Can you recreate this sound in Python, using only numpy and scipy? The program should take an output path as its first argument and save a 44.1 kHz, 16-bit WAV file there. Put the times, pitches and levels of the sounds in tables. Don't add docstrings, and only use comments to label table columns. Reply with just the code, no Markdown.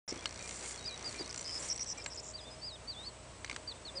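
import sys
import numpy as np
from scipy import signal
from scipy.fft import rfft, irfft, next_fast_len
from scipy.io import wavfile
from scipy.ndimage import uniform_filter1d, map_coordinates

SR = 44100
rng = np.random.default_rng(int(sys.argv[2]) if len(sys.argv) > 2 else 0)


def output_pcm(signal):
    pcm = np.clip(np.atleast_2d(signal).T, -1, 1) * 32767
    wavfile.write(sys.argv[1], SR, np.round(pcm).astype(np.int16))


N = 176400


def amp(db):
    return 10 ** (np.asarray(db) / 20)


def clock(length_s):
    return np.arange(max(int(length_s * SR), 8)) / SR


def decay(t, t60_s):
    return np.exp(-np.log(1000) * t / t60_s)


def curve(rows):
    return np.interp(np.arange(N) / SR, *np.transpose(rows))


def wobble(rate_hz, size=N):
    return map_coordinates(rng.standard_normal(2048), [np.arange(size) * rate_hz / SR], mode="wrap")


def noise(colour):
    hz, db = np.transpose(colour)
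    gain = amp(np.interp(np.log(np.fft.rfftfreq(N, 1 / SR) + 1), np.log(hz + 1), db))
    shaped = irfft(rfft(rng.standard_normal(N)) * gain, N)
    return shaped / np.sqrt(np.mean(shaped ** 2) + 1e-20)


def add(out, start_s, sound):
    i = min(max(round(start_s * SR), 0), N)
    out[i:i + len(sound)] += sound[:N - i]


def tone(hz, rms_db, edge_s=0.0013):
    t = np.arange(len(hz)) / SR
    fade = np.sin(np.pi / 2 * np.clip(np.minimum(t, t[-1] - t) / edge_s, 0, 1))
    return np.sqrt(2) * amp(rms_db) * fade * np.sin(2 * np.pi * np.cumsum(hz) / SR)


def bursts(events, colour, rise_s, t60_s):
    t, envelope = clock(.2), np.zeros(N)
    shape = (1 - np.exp(-t / rise_s)) * decay(t, t60_s)
    for start_s, db in events:
        add(envelope, start_s, amp(db) * shape / shape.max())
    return envelope * noise(colour)


def ring(modes, db, rise_s=0.00041):
    t, sound = clock(.1), 0
    for hz, gain_db, t60_s in modes:
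        envelope = amp(db + gain_db + rng.normal(0, 1)) * decay(t, t60_s)
        sound += envelope * np.sin(2 * np.pi * (hz * t + rng.random()))
    return sound * (1 - np.exp(-t / rise_s))


# (frequency [Hz], gain [dB])
WIND_COLOUR = [(15, -27), (25, -13), (45, -4.5), (80, 0), (200, -4.5), (380, -5), (630, -3), (815, -9),
               (1000, -7), (1450, -13), (2200, -13.5), (3500, -16.5), (5000, -17.5), (6500, -18),
               (7300, -17), (8300, -17), (10000, -27.5)]
def wind(level_db=-53):
    return amp(level_db + wobble(12)) * noise(WIND_COLOUR)


# (frequency [Hz], level [dB], unsteadiness [dB])
HUM_LINES = [(60.4, -61, 0.4), (90.8, -66, 0.5), (120.2, -66.5, 0.5)]
WHINE_HZ = [7854, 7882, 8122]
WHINE_DB = [-72.5, -70, -68.5]
def electronics():
    hum = sum(tone(hz + 0.65 * wobble(7.95), db + shake_db * wobble(14))
              for hz, db, shake_db in HUM_LINES)
    whine = sum(tone(hz + 2 * wobble(8), db + wobble(9.2)) for hz, db in zip(WHINE_HZ, WHINE_DB))
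    return hum + whine


# (time [s], level [dB])
DRONE_ENVELOPE = [(0, -74), (2.0, -77), (2.3, -59), (2.6, -63), (2.85, -73), (3.3, -67), (4, -66)]
def drone(hz=623.7):
    return tone(hz + 5 * wobble(20), curve(DRONE_ENVELOPE) + 2 * wobble(12))


# (start [s], length [s], pitch [Hz], end pitch [Hz], level [dB])
PIPE_NOTES = [(1.273, 0.13, 1487, 1430, -63.5), (1.473, 0.038, 3270, 2980, -58),
              (2.4, 0.051, 5060, 4900, -55.5), (2.502, 0.05, 5080, 5020, -57),
              (2.577, 0.092, 5270, 5300, -64), (2.725, .03, 5100, 5000, -63.5),
              (3.043, 0.031, 5050, 4950, -61), (3.756, .04, 3610, 3600, -64)]
# (start [s], length [s], pitch [Hz], level [dB])
HOOT_NOTES = [(3.94, .08, 550, -53), (3.93, .09, 590, -67)]
def far_birds(edge_s=0.01):
    out = np.zeros(N)
    for start_s, length_s, hz, end_hz, db in PIPE_NOTES:
        size = len(clock(length_s))
        pitch_hz = np.linspace(hz, end_hz, size) * (1 + 0.013 * wobble(400, size))
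        add(out, start_s, tone(pitch_hz, db + 3 * wobble(150, size), edge_s))
    for start_s, length_s, hz, db in HOOT_NOTES:
        pitch_hz = hz * (1 + 0.031 * wobble(101, len(clock(length_s))))
        add(out, start_s, tone(pitch_hz, db, edge_s))
    return out


# (time [s], level [dB])
BUMP_HITS = [(0.1228, -37.5), (0.136, -51), (.162, -42), (1.197, -45), (1.208, -37.5), (3.529, -48)]
# (frequency [Hz], gain [dB], t60 [s])
BODY_MODES = [(264, -4.5, 0.082), (347, 0, 0.068), (451, -2, 0.028)]
# (frequency [Hz], gain [dB])
SCUFF_COLOUR = [(60, -25), (200, -13), (310, -4.5), (430, 4), (700, -9.5), (1200, -11), (3000, -19),
                (9000, -33.5)]
def hand_bumps(scuff_db=-4.5):
    out = np.zeros(N)
    for start_s, db in BUMP_HITS:
        add(out, start_s, ring(BODY_MODES, db))
    return out + amp(scuff_db) * bursts(BUMP_HITS, SCUFF_COLOUR, rise_s=.0006, t60_s=0.04)


# (time [s], noise level [dB], ring level [dB], favoured frequency [Hz])
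CLICK_HITS = [(0.2568, -30, -32.5, 3050), (0.4922, -48.5, -44, 2200), (0.5103, -43, -46.5, 2200),
              (1.345, -44.5, -49, 3000), (2.061, -34.5, -38.5, 1620), (3.4455, -36.5, -40.5, 2280),
              (3.462, -51, -52, 4370), (3.477, -60, -50, 3000), (3.497, -34.5, -39, 2280),
              (3.5123, -40, -39.5, 2280), (3.528, -44.5, -48, 4400), (3.544, -47, -52, 4400),
              (3.562, -34.5, -41, 1250)]
# (frequency [Hz], gain [dB])
CONTACT_COLOUR = [(200, -9), (700, -1.5), (1300, 2.5), (3000, -1), (4800, -2), (6500, -1), (8500, -5),
                  (10000, -24.5)]
# (frequency [Hz], gain [dB], t60 [s])
HOUSING_MODES = [(1250, -12, .016), (1637, -5.5, 0.026), (2147, -0.5, 0.026), (2370, -1.5, 0.019),
                 (3010, -0.5, .012), (3970, -2.5, 0.026), (4480, 1.5, 0.015)]
def housing_clicks(boost_db=6.5, width_octaves=0.14):
    out = bursts([row[:2] for row in CLICK_HITS], CONTACT_COLOUR, rise_s=0.00052, t60_s=0.017)
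    hz, gain_db, t60_s = np.transpose(HOUSING_MODES)
    for start_s, _, ring_db, favoured_hz in CLICK_HITS:
        nearness = np.exp(-(np.log2(hz / favoured_hz) / width_octaves) ** 2)
        add(out, start_s, ring(zip(hz, gain_db + boost_db * nearness, t60_s), ring_db))
    return out


# (time [s], level [dB])
WHIRR_ENVELOPE = [(.08, -50), (.3, -54.5), (.5, -55), (.72, -50.5), (.82, -57.5), (1.1, -51.5), (1.3, -57),
                  (1.45, -59), (1.65, -50.5), (1.8, -64.5), (2.0, -54.5), (2.12, -69.5), (2.3, -92.5)]
# (frequency [Hz], gain [dB])
WHIRR_SPECTRUM = [(100, -5), (350, 6), (1000, 2.5), (1450, 0.5), (2150, 3), (2800, -2.5), (3600, -3),
                  (4500, -5.5), (6000, -13.5), (7800, -8.5), (9000, -15), (10000, -17)]
# (time [s], level [dB])
HISS_ENVELOPE = [(.08, -85), (.46, -52.5), (.52, -49.5), (.59, -51), (.66, -47), (.72, -46), (.76, -57),
                 (.95, -79), (1.12, -52), (1.3, -67), (1.45, -59), (1.56, -51), (1.63, -46), (1.69, -46.5),
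                 (1.72, -72), (2.1, -75)]
# (frequency [Hz], gain [dB])
HISS_SPECTRUM = [(1000, -21.5), (3500, -23), (4800, -3.5), (5400, -8), (6400, -3), (7200, 5), (8300, -0.5),
                 (9200, -2), (10000, -10.5)]
# (start [s], length [s], pitch [Hz], level [dB])
MOTOR_WHINES = [(0.179, 0.028, 3350, -56.5), (0.219, 0.023, 2360, -54), (0.256, .02, 4320, -45.5),
                (0.38, 0.046, 3840, -62), (0.397, 0.023, 2410, -54), (0.433, .04, 2390, -54),
                (0.737, 0.039, 3370, -60), (0.78, .02, 4340, -50.5), (0.792, 0.084, 3830, -56.5),
                (0.878, 0.051, 2404, -54), (1.146, 0.046, 2390, -54), (1.21, .04, 3850, -57),
                (1.241, .02, 4300, -52.5), (1.262, 0.019, 3850, -59), (1.975, 0.036, 2380, -52)]
def motor_whirr():
    whirr = amp(curve(WHIRR_ENVELOPE) + 1.2 * wobble(40)) * noise(WHIRR_SPECTRUM)
    hiss = amp(curve(HISS_ENVELOPE) + 1.9 * wobble(110)) * noise(HISS_SPECTRUM)
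    whines = np.zeros(N)
    for start_s, length_s, hz, db in MOTOR_WHINES:
        add(whines, start_s, tone(np.full(len(clock(length_s)), hz), db, edge_s=0.0045))
    return whirr + hiss + whines


# (time [s], level [dB])
TICK_ENVELOPE = [(.1, -41.5), (.22, -47.5), (.29, -43.5), (.41, -45), (.51, -41.5), (.55, -47), (.72, -42),
                 (.8, -45.5), (.92, -47.5), (1.03, -43), (1.12, -43.5), (1.24, -47.5), (1.345, -38.5),
                 (1.43, -42.5), (1.63, -46), (1.79, -41), (1.86, -46)]
# (frequency [Hz], gain [dB])
TICK_SPECTRUM = [(300, -32), (1500, -17), (2200, -5.5), (3300, -13.5), (4400, -6), (5150, -14), (5800, 1.5),
                 (6600, -5.5), (8500, -5.5), (10000, -19)]
# (frequency [Hz], gain [dB], t60 [s])
LENS_MODES = [(2120, -11.5, 0.017), (4390, -7, 0.016), (5000, -9.5, 0.015), (5790, -1, 0.013),
              (6200, -10.5, 0.0099)]
def motor_ticks(rate_hz=59.93, first_s=.0922, stop_s=1.85, ring_gain_db=6):
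    times_s = np.arange(first_s, stop_s, 1 / rate_hz)
    levels_db = np.interp(times_s, *np.transpose(TICK_ENVELOPE)) + rng.normal(0, .5, len(times_s))
    out = bursts(zip(times_s, levels_db), TICK_SPECTRUM, rise_s=0.00073, t60_s=0.0064)
    for start_s, db in zip(times_s, levels_db):
        add(out, start_s, ring(LENS_MODES, db + ring_gain_db))
    return out


# (start [s], length [s], pitch [Hz], end pitch [Hz], level [dB],
#         warble rate [Hz], warble depth [Hz], swell [dB])
BUZZ_NOTES = [(0.079, 0.039, 5530, 5545, -43, 430, 260, 1), (1.447, 0.11, 5090, 5180, -46.5, 160, 180, 2.5),
              (1.551, 0.039, 5200, 5150, -43.5, 340, 110, -2), (1.599, .016, 7340, 7760, -48, 250, 150, -2),
              (1.62, 0.049, 5700, 5700, -50.5, 90, 250, -5), (1.687, 0.0083, 5740, 5600, -40, 300, 99, 0),
              (1.699, 0.033, 5570, 5620, -36, 430, 190, -3), (1.802, 0.032, 5680, 5800, -38, 370, 260, 4.5),
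              (1.859, 0.074, 5790, 5680, -43, 290, 330, 8), (1.988, 0.044, 5530, 5200, -54.5, 130, 334, 12),
              (2.102, 0.038, 5520, 5350, -49.5, 200, 330, 1),
              (2.174, 0.029, 5170, 5230, -47.5, 350, 270, 0), (2.223, 0.031, 7200, 7260, -61, 200, 300, 2)]
UPPER_NOTES = [(0.082, .03, 7340, 6850, -51.5, 290, 300, -4), (1.872, 0.055, 7770, 7150, -52, 180, 260, -2)]
def song_buzzes(warble_jitter=.09, warble_dip=0.55, rasp_db=2):
    out = np.zeros(N)
    for start_s, length_s, hz, end_hz, db, rate_hz, depth_hz, swell_db in BUZZ_NOTES + UPPER_NOTES:
        size = len(clock(length_s))
        progress = np.linspace(0, 1, size)
        warble_phase = 2 * np.pi * np.cumsum(rate_hz * (1 + warble_jitter * wobble(200, size))) / SR
        glide_hz = hz + (end_hz - hz) * progress
        pitch_hz = glide_hz + depth_hz * np.sin(warble_phase) + 55 * wobble(898, size)
        level_db = db + swell_db * (progress - .5) + rasp_db * wobble(357, size)
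        tremolo = 1 - warble_dip * np.cos(warble_phase)
        add(out, start_s, tone(pitch_hz, level_db, edge_s=0.0029) * tremolo)
    return out


# (start [s], length [s], pitch [Hz], end pitch [Hz], level [dB])
CHIP_NOTES = [(1.184, 0.015, 5730, 4700, -50), (1.298, 0.01, 5640, 4720, -44.5),
              (1.358, 0.0043, 7130, 7800, -47), (1.376, .008, 7450, 7270, -40.5),
              (1.389, 0.011, 6350, 5740, -48), (1.39, .009, 7430, 7300, -45),
              (1.404, 0.0046, 6340, 5800, -47), (1.409, 0.01, 7000, 8000, -44),
              (1.729, 0.017, 7900, 7400, -49), (1.753, 0.0057, 5900, 5460, -45.5),
              (1.759, .008, 7800, 7900, -44), (1.77, 0.0059, 7700, 7700, -50),
              (1.782, 0.0038, 5800, 5630, -40.5), (1.794, 0.0063, 5750, 5560, -39),
              (1.831, 0.011, 7820, 7770, -46.5), (1.976, 0.013, 7850, 7600, -50.5),
              (1.975, 0.011, 6200, 5400, -46), (2.059, .013, 7100, 7600, -47.5),
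              (2.074, 0.017, 7860, 7350, -49.5), (2.32, 0.0063, 7700, 7550, -55)]
def song_chips(scatter_hz=100):
    out = np.zeros(N)
    for start_s, length_s, hz, end_hz, db in CHIP_NOTES:
        size = len(clock(length_s))
        add(out, start_s, tone(np.linspace(hz, end_hz, size) + scatter_hz * wobble(700, size), db))
    return out


# (start [s], level [dB])
HOOK_NOTES = [(2.04, -45.5), (2.144, -48), (2.157, -44.5), (2.197, -47.5), (2.229, -50), (2.239, -48),
              (2.252, -49), (2.2625, -47), (2.2727, -49), (2.2842, -45), (2.2955, -48), (2.3074, -48)]
def song_hooks(length_s=0.0093, top_hz=7440, fall_hz=2660, scatter_hz=100):
    out = np.zeros(N)
    plunge_hz = top_hz - fall_hz * (clock(length_s) / length_s) ** 2.6
    for start_s, db in HOOK_NOTES:
        add(out, start_s, tone(plunge_hz + scatter_hz * wobble(690, len(plunge_hz)), db))
    return out


# (time [s], pitch [Hz], level [dB])
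WHISTLE_NOTES = [
    [(0.845, 4470, -64), (0.853, 4630, -44.5), (0.863, 4941, -44), (0.875, 4969, -46), (0.883, 4766, -37.5),
     (0.905, 3986, -53), (0.915, 3880, -49), (0.951, 3910, -48.5), (0.965, 3660, -57)],
    [(1.04, 4400, -66), (1.046, 4618, -47), (1.056, 4854, -41.5), (1.068, 4820, -43), (1.092, 4460, -44),
     (1.1, 4283, -52), (1.104, 4335, -69), (1.11, 4443, -60)],
    [(1.175, 3840, -59), (1.191, 4467, -49), (1.201, 4790, -41.5), (1.211, 4860, -46), (1.221, 4593, -42),
     (1.23, 4377, -62)],
    [(2.335, 4450, -52), (2.359, 4760, -42), (2.371, 4554, -58), (2.393, 3759, -48.5), (2.409, 3295, -59),
     (2.435, 3300, -64), (2.471, 3620, -52), (2.491, 3585, -50), (2.5, 3408, -67)],
    [(2.615, 4600, -57), (2.621, 4523, -51), (2.639, 4690, -42.5), (2.661, 5040, -49.5), (2.685, 4740, -43),
     (2.705, 4190, -52), (2.725, 3740, -49), (2.755, 3740, -48), (2.77, 2900, -59)],
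    [(2.872, 4520, -59), (2.88, 4530, -44.5), (2.902, 4750, -41), (2.95, 3350, -56), (2.992, 3638, -44.5),
     (3.028, 3750, -50.5), (3.054, 4285, -51), (3.078, 4580, -42), (3.1, 4165, -55)],
    [(3.672, 4529, -58), (3.678, 4700, -40), (3.686, 4760, -43), (3.698, 4500, -40), (3.708, 4250, -49),
     (3.718, 3980, -46), (3.724, 3440, -46), (3.73, 3570, -53)],
    [(3.846, 4270, -61), (3.854, 4460, -45), (3.868, 4310, -47), (3.894, 3520, -43.5), (3.903, 3450, -52)],
    [(3.952, 4820, -54), (3.964, 5000, -47), (3.974, 4960, -41), (3.984, 4620, -40), (4.0, 4000, -51)],
]
def whistler(waver=.004):
    out = np.zeros(N)
    for note in WHISTLE_NOTES:
        times_s, hz, db = np.transpose(note)
        t = times_s[0] + clock(times_s[-1] - times_s[0])
        slur_hz = uniform_filter1d(np.interp(t, times_s, hz), size=300)
        pitch_hz = slur_hz * (1 + waver * wobble(250, len(t)))
        level_db = np.interp(t, times_s, db) + wobble(113, len(t))
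        add(out, times_s[0], tone(pitch_hz, level_db, edge_s=0.0038))
    return out


def field(direct, stubble_t60_s=0.015, stubble_db=-9.5, echo_t60_s=.25, echo_db=-21):
    t, out = clock(.6), direct
    for t60_s, db in [(stubble_t60_s, stubble_db), (echo_t60_s, echo_db)]:
        tail = rng.standard_normal(len(t)) * decay(t, t60_s)
        out = out + amp(db) * signal.fftconvolve(direct, tail / np.linalg.norm(tail))[:N]
    return out


def scene():
    birds = field(whistler() + song_buzzes() + song_chips() + song_hooks() + far_birds())
    camera = motor_ticks() + motor_whirr() + housing_clicks() + hand_bumps()
    background = wind() + electronics() + drone()
    return (birds + camera + background)[None]


def record(dry):
    start_s, top_hz = .078, 10080
    running = dry * (np.arange(N) / SR > start_s)
    size = next_fast_len(N + SR // 2)
    passband = np.fft.rfftfreq(size, 1 / SR) < top_hz
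    return irfft(rfft(running, size) * passband, size)[..., :N]


dry = scene()
out = record(dry)
output_pcm(out)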